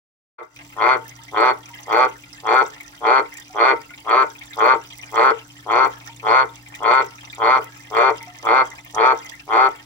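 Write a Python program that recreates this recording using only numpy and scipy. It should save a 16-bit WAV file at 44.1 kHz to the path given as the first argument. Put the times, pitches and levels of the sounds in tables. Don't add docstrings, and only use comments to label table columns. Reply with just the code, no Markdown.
import sys
import numpy as np
from scipy import signal
from scipy.fft import rfft, irfft, next_fast_len
from scipy.io import wavfile
from scipy.ndimage import uniform_filter1d, minimum_filter1d, map_coordinates

SR = 44100
rng = np.random.default_rng(int(sys.argv[2]) if len(sys.argv) > 2 else 0)


def master(y):
    cut = np.clip(np.atleast_2d(y).T, -1, 1)
    pcm = np.round(cut * 32767)
    wavfile.write(sys.argv[1], SR, pcm.astype(np.int16))


N = 434385
TIME = np.arange(N) / SR
LEAD_IN_S, RUN_OUT_S = 0.0443, 0.019
# frequency in Hz, seconds to die by 60 dB.
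GLASS_DECAY = [(500, 0.21), (2000, 0.07), (6000, 0.028), (14000, 0.0098)]


def amp(db):
    return 10 ** (np.asarray(db) / 20)


def unit(x):
    return x / np.sqrt(np.mean(x ** 2) + 1e-20)


def along(points, hz):
    f, v = np.transpose(points)
    return np.interp(np.log(hz + 1), np.log(f + 1), v)


def step(x, centre, span):
    return .5 + .5 * np.tanh((x - centre) / (2 * span))


def bump(x, centre, span):
    return np.exp(-((x - centre) / span) ** 2)


def peak(hz, centre, width):
    return 1 / (1 + ((hz - centre) / width) ** 2)


def wobble(rate):
    return map_coordinates(rng.standard_normal(int(N * rate / SR) + 4), [TIME * rate])


def add(track, s, sound):
    start = int(np.clip(round(s * SR), 0, N - 1))
    track[..., start:start + sound.shape[-1]] += sound[..., :N - start]


def filtered(x, response):
    size = next_fast_len(N + SR // 2)
    return irfft(rfft(x, size) * response(np.fft.rfftfreq(size, 1 / SR)), size)[..., :N]


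def causal(gain):
    cepstrum = irfft(np.log(np.maximum(gain, 1e-6)))
    half = cepstrum.shape[-1] // 2
    cepstrum[..., 1:half] *= 2
    cepstrum[..., half + 1:] = 0
    return np.exp(rfft(cepstrum))


def reverb(x, decays):
    hz, t, noise = signal.stft(rng.standard_normal((2, SR // 2)), SR, nperseg=256)
    tail = signal.istft(noise * amp(-60 * t / along(decays, hz)[:, None]), SR, nperseg=256)[1]
    tail /= np.sqrt(np.sum(tail ** 2, axis=1, keepdims=True))
    return signal.fftconvolve(np.atleast_2d(x), tail, axes=1)[:, :N]


def tank(x):
    # mode in Hz, width in Hz, left and right gain in dB.
    modes = [(728, 18, 7.5, -2), (917.6, 40, 11, 10.5), (1487, 51, -0.5, -4), (2020, 61, 11.5, 0),
             (2360, 170, 0.5, 3.5), (3190, 95, 8, -26)]
    band = lambda hz, centre, width: 1j * hz * width / (centre ** 2 - hz ** 2 + 1j * hz * width)
    return filtered(x, lambda hz: 1 + sum((amp([[left], [right]]) - 1) * band(hz, centre, width)
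                                          for centre, width, left, right in modes))


def room_tone():
    # frequency in Hz, relative noise density in dB.
    spectrum = [(20, -16), (58, 4), (85, -5.5), (140, 4), (210, -9), (290, 2.5), (420, -13), (1000, -19),
                (4000, -15), (9000, -21.5), (16000, -27)]
    mid_side = lambda hz: np.array([np.ones_like(hz), hz / (hz + 400)])
    mid, side = filtered(rng.standard_normal((2, N)), lambda hz: amp(along(spectrum, hz)) * mid_side(hz))
    return amp(-54.5) * unit(np.array([mid + side, mid - side]))


def pump(drift_rad=.25):
    # partial in Hz, level in dB relative to the swell, waver in dB.
    partials = [(57.8, -15, -1), (120.4, 2, 1), (179.6, -16.5, 1)]
    # time in seconds, level in dB.
    swell = [(0.6, -58), (0.67, -55), (2.45, -58.5), (2.89, -67), (6.09, -53), (8.3, -55.5), (9.85, -61.5)]
    swell_db = np.interp(TIME, *np.transpose(swell))

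    def tone(hz, db, waver_db):
        level = amp(db + waver_db * wobble(4.3)) * np.sqrt(2)
        return level * np.sin(2 * np.pi * hz * TIME + drift_rad * wobble(5.1))

    hum = sum(tone(hz, db + swell_db, waver_db) for hz, db, waver_db in partials)
    return (hum + tone(hz=293, db=-57.5, waver_db=1)) * amp([[.8], [-.8]])


def bubble(hz, cycles, rise):
    life = cycles / hz
    t = np.arange(int(6 * life * SR)) / SR
    phase = 2 * np.pi * hz * (t + rise * t * t / (2 * life))
    return np.sin(phase) * np.exp(-t / life) * (1 - np.exp(-t * hz))


def trickle(rate, low_hz, high_hz, life, spread_db, samples):
    count = int(rate * N / SR)
    start = rng.integers(0, N - samples, (count, 1))
    pitch_hz = np.exp(rng.uniform(np.log(low_hz), np.log(high_hz), (count, 1)))
    cycles = pitch_hz * np.arange(samples) / SR
    strength = amp(spread_db * np.minimum(rng.exponential(size=(count, 1)), 3.5)) * np.sqrt(pitch_hz)
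    bursts = strength * np.sin(2 * np.pi * cycles) * np.exp(-cycles / life)
    return unit(np.bincount((start + np.arange(samples)).ravel(), bursts.ravel(), N))


def soft_drops(spread_db=2, pitch_range=1.25):
    # drops per second, relative level in dB, middle pitch in Hz.
    sizes = [(2.2, -44.5, 2080), (1.6, -41.5, 6040)]
    rows = []
    for rate, db, hz in sizes:
        for when, strength, pitch in rng.uniform(-1, 1, (int(rate * N / SR), 3)):
            rows.append(((when + 1) / 2 * N / SR, db + spread_db * strength, hz * pitch_range ** pitch))
    return rows


def drops(tick_edge_hz=10000):
    # start in seconds, relative level in dB, pitch in Hz.
    loud_drops = [(1.093, -36, 6000), (1.657, -38.5, 5900), (1.74, -43, 2960), (1.832, -37, 6100),
                  (1.924, -38, 5940), (2.329, -35.5, 5140), (2.802, -40.5, 2140), (3.321, -43, 1990),
                  (3.371, -32, 6770), (3.935, -42, 2180), (4.413, -38.5, 2180), (4.532, -41, 3590),
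                  (4.922, -40.5, 3070), (6.163, -38.5, 6620), (6.197, -40.5, 2410), (6.74, -40, 2320),
                  (7.299, -39.5, 3430), (7.328, -39, 2250), (7.348, -37, 6900), (8.947, -27, 6030),
                  (9.188, -37.5, 5800), (9.318, -43, 1790), (9.395, -40.5, 2520)]
    track = np.zeros(N)
    tick_decay = amp(-60 * TIME[:SR // 20] / 0.015)
    soften = signal.butter(2, tick_edge_hz, fs=SR)
    for s, db, hz in loud_drops + soft_drops():
        add(track, s, amp(db + 11.5) * bubble(hz, cycles=5.9, rise=0.049))
        tick = signal.lfilter(*soften, tick_decay * rng.standard_normal(len(tick_decay)))
        add(track, s, amp(db - 4.5) * min(hz / 6000, 1) * tick)
        for late, higher in rng.random((3, 2)):
            splash = bubble(hz * (0.84 + 1.1 * higher), cycles=3.3, rise=0.034)
            add(track, s + 0.0084 * late, amp(db + 3) * splash)
    return track


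def plops():
    # start in seconds, relative level in dB, pitch in Hz.
    large_bubbles = [(1.19, -57, 915), (1.703, -52.5, 940), (3.5, -54.5, 745), (3.906, -50.5, 1430),
                     (6.092, -51, 916), (8.214, -50.5, 903), (8.272, -50, 718), (8.704, -53, 910)]
    track = np.zeros(N)
    for s, db, hz in large_bubbles:
        add(track, s, amp(db + 13.5) * bubble(hz, cycles=24, rise=0.0033))
    return track


def water():
    # frequency in Hz, gain in dB.
    fizz_colour = [(100, -51), (550, -6.5), (800, -2), (1100, -1.5), (1600, -13), (2200, -4), (3200, -1),
                   (4000, -8.5), (6200, 4), (8200, -3.5), (13000, -7.5), (15500, 6.5)]
    drips = drops()
    crackle = trickle(rate=280, low_hz=1460, high_hz=13000, life=1, spread_db=5.5, samples=120)
    fizz = amp(-51) * unit(filtered(crackle, lambda hz: amp(along(fizz_colour, hz))))
    gurgle = amp(-54) * trickle(rate=70, low_hz=1283, high_hz=3647, life=9.8, spread_db=2.5, samples=1200)
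    tinkle = amp(-58) * trickle(rate=90, low_hz=4490, high_hz=7680, life=15, spread_db=3.5, samples=500)
    spray = amp(-64.5) * trickle(rate=70, low_hz=6600, high_hz=15300, life=2.9, spread_db=1, samples=250)
    surges = amp(2.4 * wobble(13) - 1.5)
    direct = drips + surges * (fizz + gurgle + tinkle + spray)
    heard = tank(amp(-10.5) * direct + amp(2) * reverb(direct, GLASS_DECAY))
    return filtered(heard, lambda hz: amp(np.array([[-3.3], [3.3]]) / (1 + (3500 / (hz + 1)) ** 4)))


def glass_echoes(voice, left_lead_s=.00008, smear_s=0.002547):
    # echo delay in seconds, left gain, right gain.
    panes = [(.00132, -0.15, -0.29), (.00293, 0.36, -0.43), (.00357, -0.011, -0.25), (.0069, 0.25, 0.13),
             (.0073, -.14, -.04), (.00804, -0.25, 0.069)]

    def response(hz):
        echoes = sum(np.array([[left], [right]]) * np.exp(-2j * np.pi * hz * delay)
                     for delay, left, right in panes)
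        arrival_s = smear_s * hz / (hz + 3500) + left_lead_s * np.array([[-.5], [.5]])
        return (1 + echoes) * np.exp(-2j * np.pi * hz * arrival_s)

    return filtered(voice, response)


def lung_push(t, length, attack_s=0.13, release_s=0.069, low_ratio=.835, shut_hz=1206, open_hz=7660):
    progress = t / length
    ease = lambda x: np.sin(np.pi / 2 * np.clip(x, 0, 1))
    release = ease((length + RUN_OUT_S - t) / release_s)
    push = ease((t + LEAD_IN_S) / attack_s) ** 1.56 * release
    slack = (1 - push) ** 2
    opened = step(progress, 0.086, 0.045)
    climbed, climbing = step(progress, .42, .085), bump(progress, .42, .085)
    taut = bump(progress, 0.74, 0.098)
    pitch_ratio = low_ratio + (1 - low_ratio) * climbed
    push_db = 20 * np.log10(push + 1e-4)
    thin_db = -1 + 1.5 * taut + 14.5 * (1 - opened) - 17.5 * slack
    nasal_db = 3 * taut
    waking = 0.64 + 0.36 * ease(1 + t / LEAD_IN_S)
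    edge_hz = waking * shut_hz * (open_hz / shut_hz) ** (opened * release ** 0.6)
    scatter = 0.014 * (1 - climbed) + 0.035 * climbing + .1 * slack
    limp_db = -0.96 * (1 - climbed)
    return pitch_ratio, push_db, thin_db, nasal_db, edge_hz, scatter, limp_db


def throat(hz, pitch_ratio, progress, scatter):
    # resonance in Hz, width in Hz, left and right relative level in dB.
    resonances = [(340, 36, -9, -5.5), (457.3, 96.7, 1, -6.5), (610.6, 32, 1, 1.5), (848, 196, 2.5, 2),
                  (1096, 102, 2.5, 2), (1320, 96, 1.5, 3), (1422, 180, 1, -32), (2080, 235, -7.5, -6.5),
                  (2342, 140, -8.5, -10.5), (3404, 740, -26, -25), (4373, 75, -18.5, -11),
                  (4500, 360, -51.5, -25), (6000, 620, -41, -53.5)]
    low = 1 / (1 + (hz / 1700) ** 8)
    arch = .008 - 0.061 * (progress - .55) ** 2
    stretch = 1 + 0.33 * (pitch_ratio - .96) * low + arch * (1 - low)
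    spread_db = 1.9 + 9.7 * np.minimum(scatter, .08)
    power = 0
    for centre, width, *sides_db in resonances:
        strength = amp(np.reshape(sides_db, (2, 1, 1)) + spread_db * rng.standard_normal(scatter.shape))
        power = power + (strength * peak(hz / stretch, centre, 0.65 * width)) ** 2
    return np.sqrt(power)


def whistles(hz, progress, fall=0.13, spread=0.012):
    # pitch at mid-croak in Hz, half-width in Hz, relative level in dB.
    overtones = [(5850, 170, -37), (9644, 110, -42)]
    glide = 1 - fall * (progress - .5) + spread * rng.standard_normal()
    gain = sum(amp(db) * peak(hz, centre * glide, width) for centre, width, db in overtones)
    return step(progress, .42, .085) * gain


def croak(length, pitch_hz, size=1024):
    t = np.arange(int(-LEAD_IN_S * SR), int((length + RUN_OUT_S) * SR)) / SR
    pitch_ratio, *controls = lung_push(t, length)
    cycles = np.cumsum(pitch_hz * pitch_ratio) / SR
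    beats = np.flatnonzero(np.diff(np.floor(cycles - np.interp(0, t, cycles))))
    push_db, thin_db, nasal_db, edge_hz, scatter, limp_db = [curve[beats, None] for curve in controls]
    progress = t[beats, None] / length
    jitter, shimmer = np.hsplit(rng.standard_normal((len(beats), 2)), 2)
    starts = np.maximum(beats[:, None] + scatter * jitter * SR / pitch_hz, 0)
    hz = np.fft.rfftfreq(size, 1 / SR)
    colour = amp(nasal_db * peak(hz, 1420, 170) - thin_db / (1 + (hz / 600) ** 6))
    band = 1 / (1 + (270 / (hz + 20)) ** 4) / np.sqrt(1 + (hz / edge_hz) ** 8)
    bark = throat(hz, pitch_ratio[beats, None], progress, scatter) * colour * band
    squeak = amp(-13) * bump(progress, .03, 0.12) * peak(hz, 3280 + 60 * shimmer, 140)
    alternate = (-1) ** np.arange(len(beats))[:, None]
    level = amp(push_db + limp_db * alternate + 1.22 * shimmer)
    spectra = causal(level * (bark + squeak + whistles(hz, progress)))
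    pulses = irfft(spectra * np.exp(-2j * np.pi * hz * (starts % 1) / SR))
    voice = np.zeros((2, len(t) + 2 * size))
    for k, start in enumerate(starts[:, 0].astype(int)):
        voice[:, start:start + size] += pulses[:, k]
    return t[0], voice / np.sqrt(np.sum(voice ** 2) / (2 * length * SR))


def frog():
    # start in seconds, length in seconds, top pulse rate in Hz, relative level in dB.
    croaks = [(0.253, 0.15, 128.1, -10), (0.793, 0.16, 129.4, -15.5), (1.353, 0.16, 128.2, -14.5),
              (1.899, 0.16, 128.5, -15.5), (2.462, 0.16, 131.1, -14.5), (3.041, 0.16, 133.3, -14),
              (3.574, 0.15, 133.2, -13), (4.082, 0.15, 132, -15), (4.595, 0.15, 131, -14),
              (5.149, 0.16, 133.2, -14.5), (5.69, 0.17, 132, -15), (6.257, 0.17, 131.5, -14.5),
              (6.832, 0.18, 132.6, -15), (7.409, 0.17, 131.6, -14.5), (7.939, 0.16, 132.1, -14),
              (8.46, 0.16, 132.3, -15), (8.972, 0.15, 130.6, -13.5), (9.506, 0.17, 131.9, -14.5)]
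    # frequency in Hz, seconds to die by 60 dB.
    room_decay = [(450, 0.11), (1400, 0.31), (2200, 0.22), (10000, 0.014)]
    voice, room = np.zeros((2, 2, N))
    for s, length, pitch_hz, db in croaks:
        onset, sound = croak(length, pitch_hz)
        add(voice, s + onset, amp(db - 0.5) * sound)
        add(voice, s + onset, amp(db - 13) * reverb(sound, GLASS_DECAY))
        add(room, s + onset, amp(db - 19) * reverb(sound, room_decay))
    return glass_echoes(voice) + tank(room)


def scene():
    return frog() + water() + plops() + pump() + room_tone()


def record(dry, ceiling=.9, top_hz=15900):
    # time in seconds, gain in dB.
    fade_in = [(.376, -130), (.386, -32), (.43, -11.5), (.5, -17.5), (.58, 1)]
    sound = dry * amp(np.interp(TIME, *np.transpose(fade_in)))
    needed = np.minimum(1, ceiling / (np.abs(sound).max(axis=0) + 1e-9))
    gain = uniform_filter1d(minimum_filter1d(needed, size=221), size=221)
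    return filtered(sound * gain, lambda hz: hz < top_hz)


dry = scene()
out = record(dry)
master(out)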